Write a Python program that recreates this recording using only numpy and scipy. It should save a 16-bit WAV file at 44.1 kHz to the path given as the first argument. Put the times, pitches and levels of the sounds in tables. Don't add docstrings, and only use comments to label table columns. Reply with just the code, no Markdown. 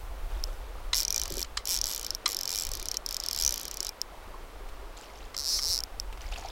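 import sys
import numpy as np
from scipy import signal
from scipy.fft import rfft, irfft, next_fast_len
from scipy.io import wavfile
from scipy.ndimage import uniform_filter1d

SR = 44100
rng = np.random.default_rng(int(sys.argv[2]) if len(sys.argv) > 2 else 0)


def wrap_up_sound(samples):
    columns = np.atleast_2d(samples).T
    tamed = np.clip(columns, -1, 1)
    steps = np.round(tamed * 32767).astype(np.int16)
    wavfile.write(sys.argv[1], SR, steps)


N = 287443
TIME = np.arange(N) / SR
ATTACK = slice(0, 132)
USUAL_TEETH_PER_S = 59.3


# freq_hz, density_db
SNAP_SPECTRUM = [(700, -39), (2000, -16), (3200, -1), (4300, 0), (6500, 11), (8600, 3.5), (10500, 5.5),
                 (12600, 7), (14000, -1), (15300, 1), (17000, -9)]
# freq_hz, level_db, t60_s
SPOOL_MODES = [(4750, -21.5, 0.0086), (5462, 6.5, 0.0042), (6050, -5, 0.0032)]
# freq_hz, level_db, t60_s
METAL_MODES = [(2396, -14.5, 0.04), (3070, -13.5, 0.05), (5200, -15, 0.03), (7000, -20, 0.03),
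               (7680, 2, 0.015), (9200, -19, 0.04), (11300, -17, .02), (13870, -10.5, 0.028)]

def click(ring_db, snap_db, tilt_db, tune, scrape_s=0.00097, metal_db=-4):
    t = np.arange(1600) / SR
    contact = .36 * rng.standard_normal(len(t)) * np.exp(-t / scrape_s)
    contact[0] += 1
    snap = coloured(contact, SNAP_SPECTRUM)
    ring = struck(SPOOL_MODES, t * tune * rng.normal(1, .016), tilt_db, spread_db=3)
    ring *= 1 - np.exp(-t / .0004)
    metal = gain_of(metal_db) * struck(METAL_MODES, t * rng.normal(1, .004), tilt_db=0, spread_db=5)
    pawl = snap / snap[ATTACK].std() + metal
    return gain_of(ring_db) * ring / ring[ATTACK].std() + gain_of(snap_db) * pawl


# time_s, teeth_per_s, ring_db, ring_hz
WINDING_SPELLS = [
    [(0.9449, 111.9, -24.0, 5340), (0.991, 187.5, -30.0, 5460), (1.0061, 137.2, -22.5, 5540),
     (1.0206, 97.1, -33.5, 5430), (1.0526, 28.4, -21.5, 5720), (1.1441, 57.6, -25.5, 5760),
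     (1.2065, 54.5, -27.0, 5780), (1.2888, 40.1, -36.0, 5810), (1.4172, 96.2, -33.0, 5790),
     (1.4313, 50.4, -23.5, 5460)],
    [(1.6549, 28.3, -34.0, 5750), (1.7106, 189.3, -28.5, 5450), (1.7375, 181.7, -28.0, 5630),
     (1.7934, 39.4, -27.5, 5460), (1.8268, 30.7, -15.5, 5740), (1.8879, 122.0, -40.5, 5500),
     (1.9517, 73.3, -32.5, 5620), (1.9721, 58.3, -37.5, 5670), (2.0573, 58.4, -31.5, 5640),
     (2.0715, 23.7, -25.5, 5550), (2.1519, 22.9, -24.0, 5530)],
    [(2.2788, 83.5, -31.0, 5690), (2.3111, 112.9, -35.0, 5590), (2.3463, 47.3, -29.5, 5370),
     (2.4676, 44.3, -28.0, 5410), (2.5052, 86.0, -31.5, 5330), (2.5677, 106.7, -30.0, 5500),
     (2.7023, 33.4, -34.5, 5580), (2.7421, 63.3, -34.0, 5790), (2.7941, 32.9, -33.5, 5710),
     (2.8133, 34.1, -42.0, 6110), (2.9087, 34.5, -24.0, 5570), (2.943, 36.3, -36.5, 5260),
     (2.9729, 37.9, -24.5, 5520)],
    [(3.0625, 29.8, -25.0, 5530), (3.1223, 62.1, -31.5, 5410), (3.2018, 20.1, -27.5, 5300),
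     (3.2669, 47.6, -27.0, 5350), (3.2867, 33.8, -27.0, 5320), (3.3942, 87.1, -30.5, 5170),
     (3.4639, 71.2, -20.0, 5900), (3.5853, 49.1, -38.0, 5550), (3.5994, 63.8, -39.5, 5710),
     (3.6816, 30.7, -32.5, 5690), (3.7624, 35.8, -38.0, 5940), (3.7812, 25.1, -24.0, 5560),
     (3.8486, 55.8, -33.5, 5450), (3.8947, 35.3, -26.0, 5500)],
]

def drag(usual_ring_db=-27, usual_ring_hz=5402, usual_snap_db=-31.5, ring_trim_db=0.5, uneven_db=1.5):
    out = np.zeros(N)
    for spell in WINDING_SPELLS:
        teeth, speed, ring_db, ring_hz = spool_motion(spell)
        snap_db = usual_snap_db + 0.29 * (ring_db - usual_ring_db) + 1.5 * doublings(speed)
        tune = ring_hz / usual_ring_hz
        for i in np.flatnonzero(teeth):
            tooth = click(ring_db[i] + ring_trim_db, snap_db[i], tilt_db=4, tune=tune[i])
            add(out, TIME[i], gain_of(uneven_db * rng.standard_normal()) * tooth)
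    return out


# time_s, teeth_per_s, level_db
RUN_MOTION = [(5.3666, 73.7, -25), (5.399, 145.5, -27), (5.424, 146.4, -33.5), (5.452, 121.8, -25.5),
              (5.49, 192.2, -25), (5.53, 316.1, -26), (5.565, 287.9, -26.5), (5.595, 199.4, -27.5),
              (5.607, 167.3, -36), (5.628, 131.4, -25.5), (5.655, 136.4, -26), (5.699, 211.4, -24.5),
              (5.74, 158.2, -24.5), (5.7925, 74.7, -24.5)]
# time_s, pitch_hz
RUN_RING = [(5.37, 5440), (5.41, 5860), (5.45, 5200), (5.5, 5800), (5.53, 5100), (5.59, 5660),
            (5.635, 5200), (5.68, 5700), (5.72, 5230), (5.79, 5430)]
# freq_hz, density_db
BUZZ_SPECTRUM = [(900, -24), (3300, -21.5), (3950, -5.5), (4500, 0.5), (5400, 2), (5950, -1.5),
                 (7000, -12.5), (7700, -8.5), (8750, -23), (9150, -6.5), (9900, -17.5), (13000, -17),
                 (16000, -27)]

def fish_run(trim_db=-5, uneven_db=0.8, paths_db=-14):
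    teeth, _, level_db = spool_motion(RUN_MOTION)
    blows = teeth * gain_of(level_db + trim_db + uneven_db * rng.standard_normal(N))
    paths = np.zeros(N)
    for lag in range(5, 90, 8):
        paths += drift(30) * np.roll(blows, lag + rng.integers(8))
    treble = gain_of(paths_db) * np.diff(paths, prepend=0)
    tooth_rms = coloured(signal.unit_impulse(SR), BUZZ_SPECTRUM)[ATTACK].std()
    buzz = coloured(blows + treble, BUZZ_SPECTRUM) / tooth_rms
    ring_hz = np.interp(TIME, *np.transpose(RUN_RING))
    return buzz + resonate(buzz, ring_hz, width_hz=400)


# start_s, ring_db
SLIPS = [(0.4388, -25.5), (4.0157, -22.5), (5.8044, -28), (5.837, -26.5), (5.999, -25.5)]

def slips():
    out = np.zeros(N)
    for start_s, ring_db in SLIPS:
        tick = click(ring_db, snap_db=ring_db - 9, tilt_db=0, tune=0.999, scrape_s=0.0013, metal_db=-6)
        add(out, start_s, tick)
    return out


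# start_s, level_db, tune_ratio, bail_db
KNOCKS = [(0.9305, -22.5, 0.92, 14), (1.2538, -40.5, 0.91, -1), (1.444, -43, 0.9, -12),
          (1.571, -27, 0.95, 2), (2.2579, -21.5, 0.997, 8), (2.941, -38.5, 0.96, 11),
          (5.343, -40, 0.97, -1), (5.587, -36.5, 1, -15)]
# freq_hz, width_hz, level_db
BODY_MODES = [(1214, 107, 1), (2210, 230, -0.5), (3310, 310, 1), (5240, 900, 6), (7500, 1200, -1.5)]

def rotor_knocks(push_s=0.0075, tail_db=-11, tail_s=0.017, bail_hz=4260, bail_width_hz=300):
    t, out = np.arange(SR // 16) / SR, np.zeros(N)
    push = np.sin(np.pi * np.minimum(t / push_s, 1)) + gain_of(tail_db) * np.exp(-t / tail_s)
    for start_s, level_db, tune, bail_db in KNOCKS:
        chatter = push * rng.standard_normal(len(t))
        knock = np.zeros(len(t))
        for hz, width_hz, mode_db in [*BODY_MODES, (bail_hz, bail_width_hz, bail_db)]:
            mode = np.exp(-np.pi * width_hz * t) * np.cos(2 * np.pi * hz * tune * t)
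            knock += gain_of(mode_db) * unit_rms(signal.fftconvolve(chatter, mode)[:len(t)])
        knock = coloured(knock, [(780, -7), (1130, 3), (7500, -1.5), (13000, -16.5)])
        add(out, start_s, gain_of(level_db) * knock / knock[:SR // 100].std())
    return out


# freq_hz, density_db
GEAR_SPECTRUM = [(1200, -2.5), (2700, -1.5), (3080, 5), (3550, 6.5), (4600, 9), (5200, 7.5), (5750, 5),
                 (6400, 3.5), (8500, -14), (16000, -19)]

def gears(usual_db=-48, db_per_doubling=4.5, ease_s=0.013, flutter_db=4.5):
    speed = sum(spool_motion(spell)[1] for spell in WINDING_SPELLS)
    level = (speed > 0) * gain_of(usual_db + db_per_doubling * doublings(speed))
    level = uniform_filter1d(level, round(ease_s * SR)) * gain_of(flutter_db * drift(150))
    return level * noise(GEAR_SPECTRUM)


# start_s, level_db, fall_s
SPLASHES = [(0.304, -54, 0.6), (4.689, -40.5, 0.011), (4.967, -47.5, 0.4), (6.126, -39.5, 0.015),
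            (6.174, -42, 0.015), (6.208, -45.5, 0.17), (6.315, -44.5, 0.064), (6.359, -41, 0.027),
            (6.376, -47, 0.36), (6.484, -42, 0.0087)]
# freq_hz, density_db
SPRAY_SPECTRUM = [(300, -1.5), (700, 2.5), (1700, -7), (2400, -1), (5200, -4), (6500, -9.5), (7500, -9.5),
                  (16000, -18)]

def splashes(fall_db=16, drops_db=-1, spray_db=-6, ring_cycles=5):
    t, level, drops = np.arange(SR // 2) / SR, np.zeros(N), np.zeros(N)
    for start_s, level_db, fall_s in SPLASHES:
        add(level, start_s, gain_of(level_db - fall_db * t / fall_s))
    for hz in np.geomspace(700, 7500, num=24):
        drop = np.sin(2 * np.pi * hz * t) * np.exp(-hz * t / ring_cycles)
        drops += unit_rms(sprinkle(drop, per_s=22, size_db=5)) * np.sqrt(hz)
    drops = unit_rms(coloured(drops, SPRAY_SPECTRUM))
    return level * (gain_of(drops_db) * drops + gain_of(spray_db) * noise(SPRAY_SPECTRUM))


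# start_s, level_db, pitch_hz, glide_octaves_per_s
PLOPS = [(1.304, -33.5, 406, -9), (1.319, -40.5, 153, -8), (1.373, -35, 418.8, -11),
         (4.338, -40.5, 1065, -3), (6.323, -42.5, 694, 6), (6.444, -33.5, 744, 8.5)]

def plops(rise_s=0.00053, fall_s=0.022):
    t, out = np.arange(SR // 8) / SR, np.zeros(N)
    swell = (1 - np.exp(-t / rise_s)) * np.exp(-t / fall_s)
    for start_s, level_db, pitch_hz, glide in PLOPS:
        churn = .65 + .45 * (drift(170) + 1j * drift(170))[:len(t)]
        phase = 2 * np.pi * np.cumsum(pitch_hz * 2 ** (glide * t)) / SR
        note = (churn * np.exp(1j * phase)).real
        add(out, start_s, gain_of(level_db) * swell / swell.max() * note)
    return out


# freq_hz, density_db
RIVER_SPECTRUM = [(20, -18), (110, -6.5), (190, -5.5), (300, -2), (450, 1), (800, 0), (1200, -1),
                  (1700, -6.5), (3000, -11), (5500, -17), (7000, -20.5), (16000, -24)]

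def river(rush_db=-50.5, waver_db=0.39, lap_relative_db=-7):
    t, bubbles = np.arange(SR // 25) / SR, np.zeros(N)
    for hz in np.geomspace(330, 1400, num=20):
        bubble = np.sin(2 * np.pi * hz * t * (1 + 2 * t)) * np.exp(-hz * t / 5)
        bubbles += sprinkle(bubble, per_s=7, size_db=5.1)
    rush = noise(RIVER_SPECTRUM) * gain_of(waver_db * drift(2.1))
    return gain_of(rush_db) * (rush + gain_of(lap_relative_db) * unit_rms(bubbles))


# time_s, level_db
BREEZE_LEVEL = [(0, -35.5), (.3, -38), (1.66, -43), (2.0, -45.5), (2.5, -51.5), (2.7, -37), (3.05, -45),
                (3.7, -43), (4.0, -51), (4.35, -40), (5.2, -51.5), (5.7, -36.5), (6.5, -43.5)]
# freq_hz, density_db
RUMBLE_SPECTRUM = [(12, -5.5), (26, -2), (44, 2), (65, -10.5), (100, -22), (200, -53)]

def breeze(gust_db=3):
    level_db = np.interp(TIME, *np.transpose(BREEZE_LEVEL)) + gust_db * drift(4.2)
    return gain_of(level_db) * noise(RUMBLE_SPECTRUM)


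def reflections(x, level_db=-15, t60_s=0.019):
    t = np.arange(SR // 16) / SR
    taps = rng.standard_normal(len(t)) * gain_of(-60 * t / t60_s) * (t > .001)
    taps = coloured(taps, [(5000, 3.5), (10000, -6)])
    return gain_of(level_db) * signal.oaconvolve(x, taps / np.linalg.norm(taps))[:N]


def spool_motion(curve):
    time_s, speed, *controls = np.transpose(curve)
    speed = np.interp(TIME, time_s, speed, left=0, right=0)
    teeth = np.diff(np.ceil(np.cumsum(speed) / SR), prepend=0)
    return [teeth, speed] + [np.interp(TIME, time_s, control) for control in controls]


def doublings(speed):
    return np.log2(np.maximum(speed, 1) / USUAL_TEETH_PER_S)


def struck(modes, t, tilt_db, spread_db):
    hz, db, t60_s = np.transpose(modes)[:, :, None]
    db = db + tilt_db * np.log2(hz / hz.mean()) + spread_db * rng.standard_normal(db.shape)
    return (gain_of(db - 60 * t / t60_s) * np.sin(2 * np.pi * hz * t)).sum(0)


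def resonate(x, hz, width_hz):
    carrier = np.exp(2j * np.pi * np.cumsum(hz) / SR)
    pole = np.exp(-np.pi * width_hz / SR)
    return 2 * (carrier * signal.lfilter([1 - pole], [1, -pole], x / carrier + 1e-18)).real


def coloured(x, spectrum):
    size = 2 * next_fast_len(len(x))
    hz, db = np.transpose(spectrum)
    bin_hz = abs(np.fft.fftfreq(size, 1 / SR))
    log_gain = np.log(gain_of(np.interp(np.log(bin_hz + 1), np.log(hz), db)))
    response = np.exp(np.conj(signal.hilbert(log_gain)))[:size // 2 + 1]
    return irfft(rfft(x, size) * response)[:len(x)]


def sprinkle(sound, per_s, size_db):
    births = (rng.random(N) < per_s / SR) * gain_of(size_db * np.minimum(rng.exponential(1, N), 3))
    return signal.oaconvolve(births, sound)[:N]


def noise(spectrum):
    return unit_rms(coloured(rng.standard_normal(N), spectrum))


def drift(top_hz):
    return unit_rms(irfft(rfft(rng.standard_normal(N)) * (np.fft.rfftfreq(N, 1 / SR) < top_hz), N))


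def gain_of(db):
    return 10 ** (np.asarray(db) / 20)


def unit_rms(x):
    return x / np.sqrt(np.mean(x ** 2) + 1e-20)


def add(mix, start_s, sound):
    part = mix[max(round(start_s * SR), 0):][:len(sound)]
    part += sound[:len(part)]


def scene():
    outdoors = river() + breeze() + splashes() + plops()
    reel = drag() + rotor_knocks()
    return (reel + reflections(reel) + fish_run() + slips() + gears() + outdoors)[None]


def record(dry):
    lowpass = signal.firwin(255, 16100, window=("kaiser", 9), fs=SR)
    return signal.oaconvolve(dry, lowpass[None], "same")


dry = scene()
out = record(dry)
wrap_up_sound(out)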